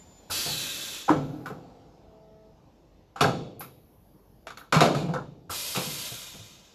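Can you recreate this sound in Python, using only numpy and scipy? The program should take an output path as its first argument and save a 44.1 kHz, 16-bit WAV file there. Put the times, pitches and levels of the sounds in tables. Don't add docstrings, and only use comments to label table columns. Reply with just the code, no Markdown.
import sys
import numpy as np
from scipy import signal
from scipy.fft import rfft, irfft
from scipy.io import wavfile
from scipy.ndimage import uniform_filter1d

SR = 44100
rng = np.random.default_rng(int(sys.argv[2]) if len(sys.argv) > 2 else 0)


def inscribe(sig):
    pcm = np.round(np.clip(np.atleast_2d(sig).T, -1, 1) * 32767)
    wavfile.write(sys.argv[1], SR, pcm.astype(np.int16))


N = 297410

# f/Hz, relative level/dB per Hz
HALL_NOISE = [(25, -20.5), (50, -1), (75, -6.5), (160, -3), (260, -9.5), (550, -11), (870, -13.5),
              (1300, -25.5), (2300, -29), (5000, -28), (7000, -33.5), (9500, -49), (13000, -53.5)]
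# t/s, relative level/dB
HISS_COURSE = [(.2, 3.5), (1.7, -3), (2.25, -10), (2.85, -9), (3.1, -12)]
# f/Hz, mean level/dB
HUM_TONES = [(49.9, -67.5), (79, -74), (315, -73.5), (555, -90.5)]
# harmonic number, mean level/dB
DRONE_PARTIALS = [(1, -71), (2, -61.5), (3, -60), (4, -71), (6, -79)]
# f/Hz, relative level/dB per Hz
SEEP_SPECTRUM = [(3000, -35), (9500, -26), (10500, -7), (11400, -3), (12500, -4), (13800, -7.5)]
# start t/s, length/s, level/dB, fading/(dB/s), negative if growing
VALVE_LEAKS = [(0, 0.39, -79, -10), (1.103, 0.36, -71, -3), (3.597, 1, -66.5, 11)]
# t/s, level/dB
VALVE_SPITS = [(1.458, -58), (3.595, -39.5), (4.58, -56)]
# start t/s, travel/s, flow level/dB, sag in travel/(dB/s),
# release after it/(dB/s), fizz lost/dB per dB of flow lost, port whistle level/dB
VENT_STROKES = [(0.297, 0.69, -29.5, 14.5, 70, 0.6, 9), (5.494, .57, -35.5, 5, 28.5, 0.54, 4)]
# f/Hz, relative level/dB per Hz
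JET_SPECTRUM = [(350, -8), (700, -14), (1300, -8.5), (1800, -11.5), (2600, -4.5), (3600, -4), (5000, -5.5),
                (7500, -7), (8200, -12.5), (9700, -15), (11500, -9), (14000, -14.5)]
FORCE_CORNERS = [140, 300, 750, 1150, 1700, 2500]
# f/Hz, relative level/dB, t60/s at a ring length factor of 1
BRAKE_MODES = [(125.8, -11, 0.17), (148.3, 0.5, 0.39), (171.5, -9, 0.73), (252.7, -12, 0.48),
               (303.3, -8, 0.86), (425, -6.5, 0.61), (455, -11.5, 1), (504, -2, 0.68), (688, -2.5, 0.55),
               (793, -3.5, 0.5), (950, -19, 0.1), (1216, -3.5, 0.33), (1321, -2, 0.43), (1460, -4.5, 0.22),
               (1590, -5.5, 0.15)]
# f/Hz, relative level/dB per Hz
RATTLE_SPECTRUM = [(50, -26), (85, -22.5), (135, -6.5), (220, -7.5), (450, -7.5), (900, -7.5), (1450, -11),
                   (1950, -21.5), (2600, -17.5), (4200, -19.5), (7200, -29), (9600, -38.5), (11300, -28.5),
                   (14000, -52.5)]
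# f/Hz, width/Hz, level/dB above the rattle
CLAMP_RESONANCES = [(2260, 150, 5.5), (2664, 32, 5), (3760, 57, 4.5), (4350, 110, 2.5), (7000, 430, 6.5)]
# f/Hz, t60/s at a ring length factor of 1
RATTLE_DECAY = [(120, 0.62), (500, 0.65), (1300, 0.45), (4000, 0.37), (11000, 0.38)]
# f/Hz, t60/s
HALL_DECAY = [(120, 1.04), (500, 0.98), (1300, 0.56), (4000, 0.7), (11000, 0.34)]
# f/Hz, relative level/dB
HALL_LEVEL = [(120, 2), (400, -6), (1300, -31.5), (4000, 0.5), (11000, -10)]
# t/s, level/dB, thud/dB, clank/dB, crack/dB,
# note of the part struck f/Hz, its level/dB, ring length factor
STEEL_SLAMS = [ (1.092, -22, 0, 6, -13, 990, 16, 0.44), (1.102, -20.5, -1, -4, -17.5, 308, 12.5, 0.66),
               (1.502, -34.5, 9, -3, -29, 427, 6, 0.53), (3.208, -17.5, 3.5, 3.5, 2, 2580, -1, 0.56),
               (3.243, -18, 0.5, 0, -13.5, 1566, 7.5, 0.61), (4.724, -21.5, 1.5, 8.5, 3.5, 1170, -7, 1),
               (4.806, -19.5, -6.5, 6, 4, 1320, 9, 0.79), (4.813, -12.5, -3.5, -20, -23, 705, 4, 0.89),
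               (4.948, -32, 13, -1, 3, 1264, 9.5, 0.96), (5.137, -29.5, -11, 6.5, -3.5, 870, 6.5, 0.42),
               (5.158, -28, -5, 3.5, -34, 497, 10, 0.45)]
# t/s, level/dB, crack/dB, note of the part f/Hz, ring length factor
LATCH_CLICKS = [(1.458, -28.5, -9, 1390, 0.52), (3.159, -35, -9, 787, 1.5), (3.606, -33, -3.5, 810, 0.5),
                (4.469, -31.5, -4, 657, 0.42), (4.504, -32.5, -6, 1310, 0.31), (4.572, -37, -2, 1560, 0.42),
                (4.612, -39.5, -22, 1390, 0.47)]
# t/s, level/dB, note of the frame f/Hz, its level/dB, ring length factor
FRAME_THUMPS = [(0.453, -26, 385, -25, 1), (1.155, -32.5, 265.7, 1, 5.6), (1.333, -41.5, 304, 10.5, 2),
                (3.219, -16.5, 413.6, -3.5, 1.3), (4.762, -19.5, 157.7, 11.5, 0.37),
                (5.016, -27.5, 183, 3, 1.32), (5.083, -22.5, 162.3, 0, 0.77), (5.772, -20, 183, -1, 0.37),
                (5.865, -32, 228.3, -2.5, 0.88), (6.116, -33, 122, 0, 0.3), (6.342, -37, 188, -6.5, 0.48),
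                (6.393, -45.5, 108, 5.5, 0.52)]
# t/s, level/dB, clank/dB, crack/dB, note f/Hz, its level/dB
STEEL_CRUNCHES = [(1.080, -23.5, 2, -8.5, 798, 12.5), (5.748, -27.5, 1.5, 7.5, 1176, 4)]


def amp(db):
    return 10 ** (np.asarray(db) / 20)


def evened(x):
    return x / np.sqrt(np.mean(abs(x) ** 2) + 1e-20)


def read(points, hz):
    f, value = np.transpose(points)
    return np.interp(np.log(hz + 1), np.log(f + 1), value)


def add(mix, s, sound):
    part = mix[round(s * SR):][:len(sound)]
    part += sound[:len(part)]


def noise(colour):
    white = rfft(rng.standard_normal(N))
    return evened(irfft(white * amp(read(colour, np.fft.rfftfreq(N, 1 / SR))), N))


def wander(per_s):
    knots = np.arange(N) / SR * per_s
    return np.interp(knots, np.arange(4000), rng.standard_normal(4000))


def frames():
    return np.arange(N // 256 + 5)[:, None] * 256 / SR, np.fft.rfftfreq(1024, 1 / SR)


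def patches(shape, time_frames, bins):
    field = uniform_filter1d(rng.standard_normal(shape), size=time_frames, axis=0)
    return evened(uniform_filter1d(field, size=bins, axis=1))


def moving_noise(gain):
    z = gain * (rng.standard_normal(gain.shape) + 1j * rng.standard_normal(gain.shape))
    return signal.istft(z.T, nperseg=1024, noverlap=768)[1][:N] / np.sqrt(512 * 2 / 3)


def factory(base_db=-55, rumble_db=-3.0, patchy_db=0.9):
    t, hz = frames()
    hiss_db = np.interp(t, *np.transpose(HISS_COURSE))
    high = hz / (hz + 1500)
    patch_db = (3 - high) * patchy_db * patches((len(t), len(hz)), 16, 8)
    level_db = base_db + (1 - high) * rumble_db + high * hiss_db + patch_db
    gain = evened(amp(read(HALL_NOISE, hz))) * amp(level_db)
    time = np.arange(N) / SR
    hum = sum(amp(db + 2 * wander(1.7)) * np.sin(2 * np.pi * f * time + wander(4.5)) for f, db in HUM_TONES)
    return moving_noise(gain) + np.sqrt(2) * hum


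def drone(base_hz=216.5, start_s=1.925, swell_s=0.22, stop_s=2.48, fade_s=0.043):
    t = np.arange(N) / SR
    level = np.clip((t - start_s) / swell_s, 0, 1) * np.exp(-np.maximum(t - stop_s, 0) / fade_s)
    partials = sum(amp(db + wander(7.15)) * np.sin(2 * np.pi * round(k) * base_hz * t)
                   for k, db in DRONE_PARTIALS)
    return np.sqrt(2) * level * partials


def seep(hold_s=0.018, fade_s=0.028, shut_s=.06, idle_db=-84):
    t = np.arange(N) / SR

    def gate(start, length, fade):
        return (t >= start) * np.exp(-np.maximum(t - start - length, 0) / fade)

    spits = sum(amp(db) * gate(start, hold_s, fade_s) for start, db in VALVE_SPITS)
    leaks = sum(gate(start, length, shut_s) * amp(db - fading * np.maximum(t - start, 0))
                for start, length, db, fading in VALVE_LEAKS)
    return noise(SEEP_SPECTRUM) * (spits + leaks + amp(idle_db))


def valve(whistle_hz=3565, sag_hz_per_s=230, low_db=-76, high_db=-60, waver=0.0025):
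    t = np.arange(N) / SR
    hz = (whistle_hz - sag_hz_per_s * t) * (1 + waver * wander(370) + 0.003 * wander(12))
    phase = 2 * np.pi * np.cumsum(hz) / SR
    held = np.clip((VENT_STROKES[0][0] - t) / 0.0051, 0, 1) * amp(-18 * t + 4.3 * wander(37.3))
    whistle = held * (amp(low_db) * np.sin(phase) + amp(high_db) * np.sin(2 * phase))
    return np.sqrt(2) * whistle


def puffs(puff_db=-39, puff_hz=88, fade_s=0.036):
    t, out = np.arange(SR // 2) / SR, np.zeros(N)
    for stroke in VENT_STROKES:
        add(out, stroke[0], amp(puff_db) * np.sin(2 * np.pi * puff_hz * t) * np.exp(-t / fade_s))
    return out


def exhaust(fizz_db=5.0, port_empty_hz=3640, port_rise_hz=580, pressure_scale_db=4,
            port_width_hz=190, blur_hz=300, flutter_db=0.47, ripple_db=3.5, patchy_db=1.0,
            open_s=0.018, build_s=.022, early_db=-5, linger_db=-21, linger_db_per_s=36):
    t, hz = frames()
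    top = np.clip((hz - 7000) / 1500, 0, 1)
    time, out = np.arange(N) / SR, np.zeros(N)
    for start, travel, db, sag, release, dulling, port_db in VENT_STROKES:
        age, after = np.maximum(t - start, 0), np.maximum(t - start - travel, 0)
        lost_db = np.minimum(sag * age + release * after, 100)
        pressure = 1 / (0.5 + (lost_db / pressure_scale_db) ** 4)
        port_hz = port_empty_hz + port_rise_hz * pressure
        port = port_db / (1 + ((hz - port_hz) / (port_width_hz + blur_hz * pressure)) ** 2)
        ripple = ripple_db * rng.standard_normal(len(hz))
        eddies = patchy_db * patches(port.shape, 14, 3)
        fizz = top * (fizz_db - dulling * lost_db)
        gain = amp(read(JET_SPECTRUM, hz) + ripple + eddies + fizz + port) * hz / np.hypot(hz, 120)
        middle = (hz > 2000) & (hz < 8000)
        gain /= np.sqrt(np.mean(gain ** 2 * middle, axis=1, keepdims=True))
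        filling = amp((1.5 - top) * early_db * np.exp(-age / build_s))
        tail_db = linger_db - sag * age - linger_db_per_s * after
        flow = np.hypot(amp(-lost_db), amp(tail_db))
        opening = np.clip((time - start) / open_s, 0, 1)
        out += amp(db) * moving_noise(gain * filling * flow) * opening
    return out * amp(flutter_db * wander(70))



def valve_knocks(db=-37.5, thud_db=-4, clank_db=8, crack_db=-3, rise_s=0.0049,
                 note_hz=1365, note_db=-1, ring=0.6):
    return [(stroke[0], db, (thud_db, 0, clank_db, crack_db), rise_s, note_hz, note_db, ring)
            for stroke in VENT_STROKES]


def clicks(thud_db=-20, body_db=-11.5, note_db=0, rise_s=.0007):
    return [(s, db, (thud_db, body_db, 0, crack), rise_s, hz, note_db, ring)
            for s, db, crack, hz, ring in LATCH_CLICKS]


def thumps(body_db=-8.5, clank_db=-18, crack_db=-24, rise_s=.004):
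    return [(s, db, (0, body_db, clank_db, crack_db), rise_s, hz, note_db, ring)
            for s, db, hz, note_db, ring in FRAME_THUMPS]


def crunches(thud_db=-6, rise_s=0.0076, ring=0.72):
    return [(s, db, (thud_db, 0, clank, crack), rise_s, hz, note_db, ring)
            for s, db, clank, crack, hz, note_db in STEEL_CRUNCHES]


def slams(rise_s=0.00053, softening=.35, slowing=0.42, full_db=-20):
    contacts = []
    for s, db, thud, clank, crack, hz, note_db, ring in STEEL_SLAMS:
        rise = rise_s * amp(slowing * (full_db - db) - softening * crack)
        contacts.append((s, db, (thud, 0, clank, crack), rise, hz, note_db, ring))
    return contacts


def blows(ring_db=-9, rattle_db=-2, snap_db=5, snap_s=0.0034, bass_lag_s=0.0058, part_cycles=60,
          crowd_db=4.2, chatter_db=3.2):
    size = 65536
    t, hz = np.arange(size) / SR, np.fft.rfftfreq(size, 1 / SR)
    centres = np.geomspace(100, 12800, 8)
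    split = np.array([read(list(zip(centres, row)), hz) for row in np.eye(len(centres))])
    band = centres[:, None]
    mode_hz, mode_db, mode_t60 = np.transpose(BRAKE_MODES)

    def dying(t60):
        return np.exp(-np.log(1000) * t / t60)

    def filling(f):
        return 1 - np.exp(-t * f / (bass_lag_s * centres[0]))

    snap = amp(snap_db) * np.exp(-t / snap_s) * band / (band + 3000)
    hall = amp(read(HALL_LEVEL, band)) * dying(read(HALL_DECAY, band))
    mode_waves = np.sin(2 * np.pi * mode_hz[:, None] * t)
    rings = amp(mode_db)[:, None] * filling(mode_hz[:, None]) * mode_waves
    rings[::2] *= -1
    bright = sum(db / (1 + ((hz - f) / width) ** 2) for f, width, db in CLAMP_RESONANCES)
    steel = evened(amp(read(RATTLE_SPECTRUM, hz) + bright))
    fill, out = filling(band), np.zeros(N)
    contacts = slams() + clicks() + thumps() + valve_knocks() + crunches()
    for s, db, (thud, body, clank, crack), rise, part_hz, part_db, length in contacts:
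        corners = list(zip(FORCE_CORNERS, (thud, body, body, clank, clank, crack)))
        crowd = np.interp(hz, np.arange(400) * 70, rng.standard_normal(400)) * hz / (hz + 900)
        force = amp(db + read(corners, hz)) * evened(amp(crowd_db * crowd))
        spectrum = rfft(rng.standard_normal(size)) * steel * force
        decay = dying(length * read(RATTLE_DECAY, band))
        fade = fill * np.sqrt(snap ** 2 + decay ** 2 + (length * hall) ** 2)
        clumps = evened(amp(chatter_db * wander(450)[:size])) - 1
        chatter = 1 + clumps * np.exp(-t / .12) * band / (band + 900)
        rattle = (irfft(split * spectrum) * fade * chatter).sum(0)
        mode_force = amp(db + read(corners, mode_hz))[:, None]
        ring = (mode_force * rings * dying(length * mode_t60[:, None])).sum(0)
        note = amp(db + part_db) * np.sin(2 * np.pi * part_hz * t) * dying(length * part_cycles / part_hz)
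        blow = amp(rattle_db) * rattle + amp(ring_db) * ring + note
        add(out, s, blow * (1 - np.exp(-t / rise)))
    return out


def scene():
    background = factory() + drone()
    air = seep() + valve() + puffs() + exhaust()
    return np.tile(background + air + blows(), (2, 1))


def record(dry, bass_hz=36, edge_hz=14150):
    thinned = signal.sosfilt(signal.butter(4, bass_hz, "highpass", fs=SR, output="sos"), dry)
    lowpass = signal.firwin(801, edge_hz, window=("kaiser", 8), fs=SR)
    return signal.oaconvolve(thinned, lowpass[None], "same")


dry = scene()
out = record(dry)
inscribe(out)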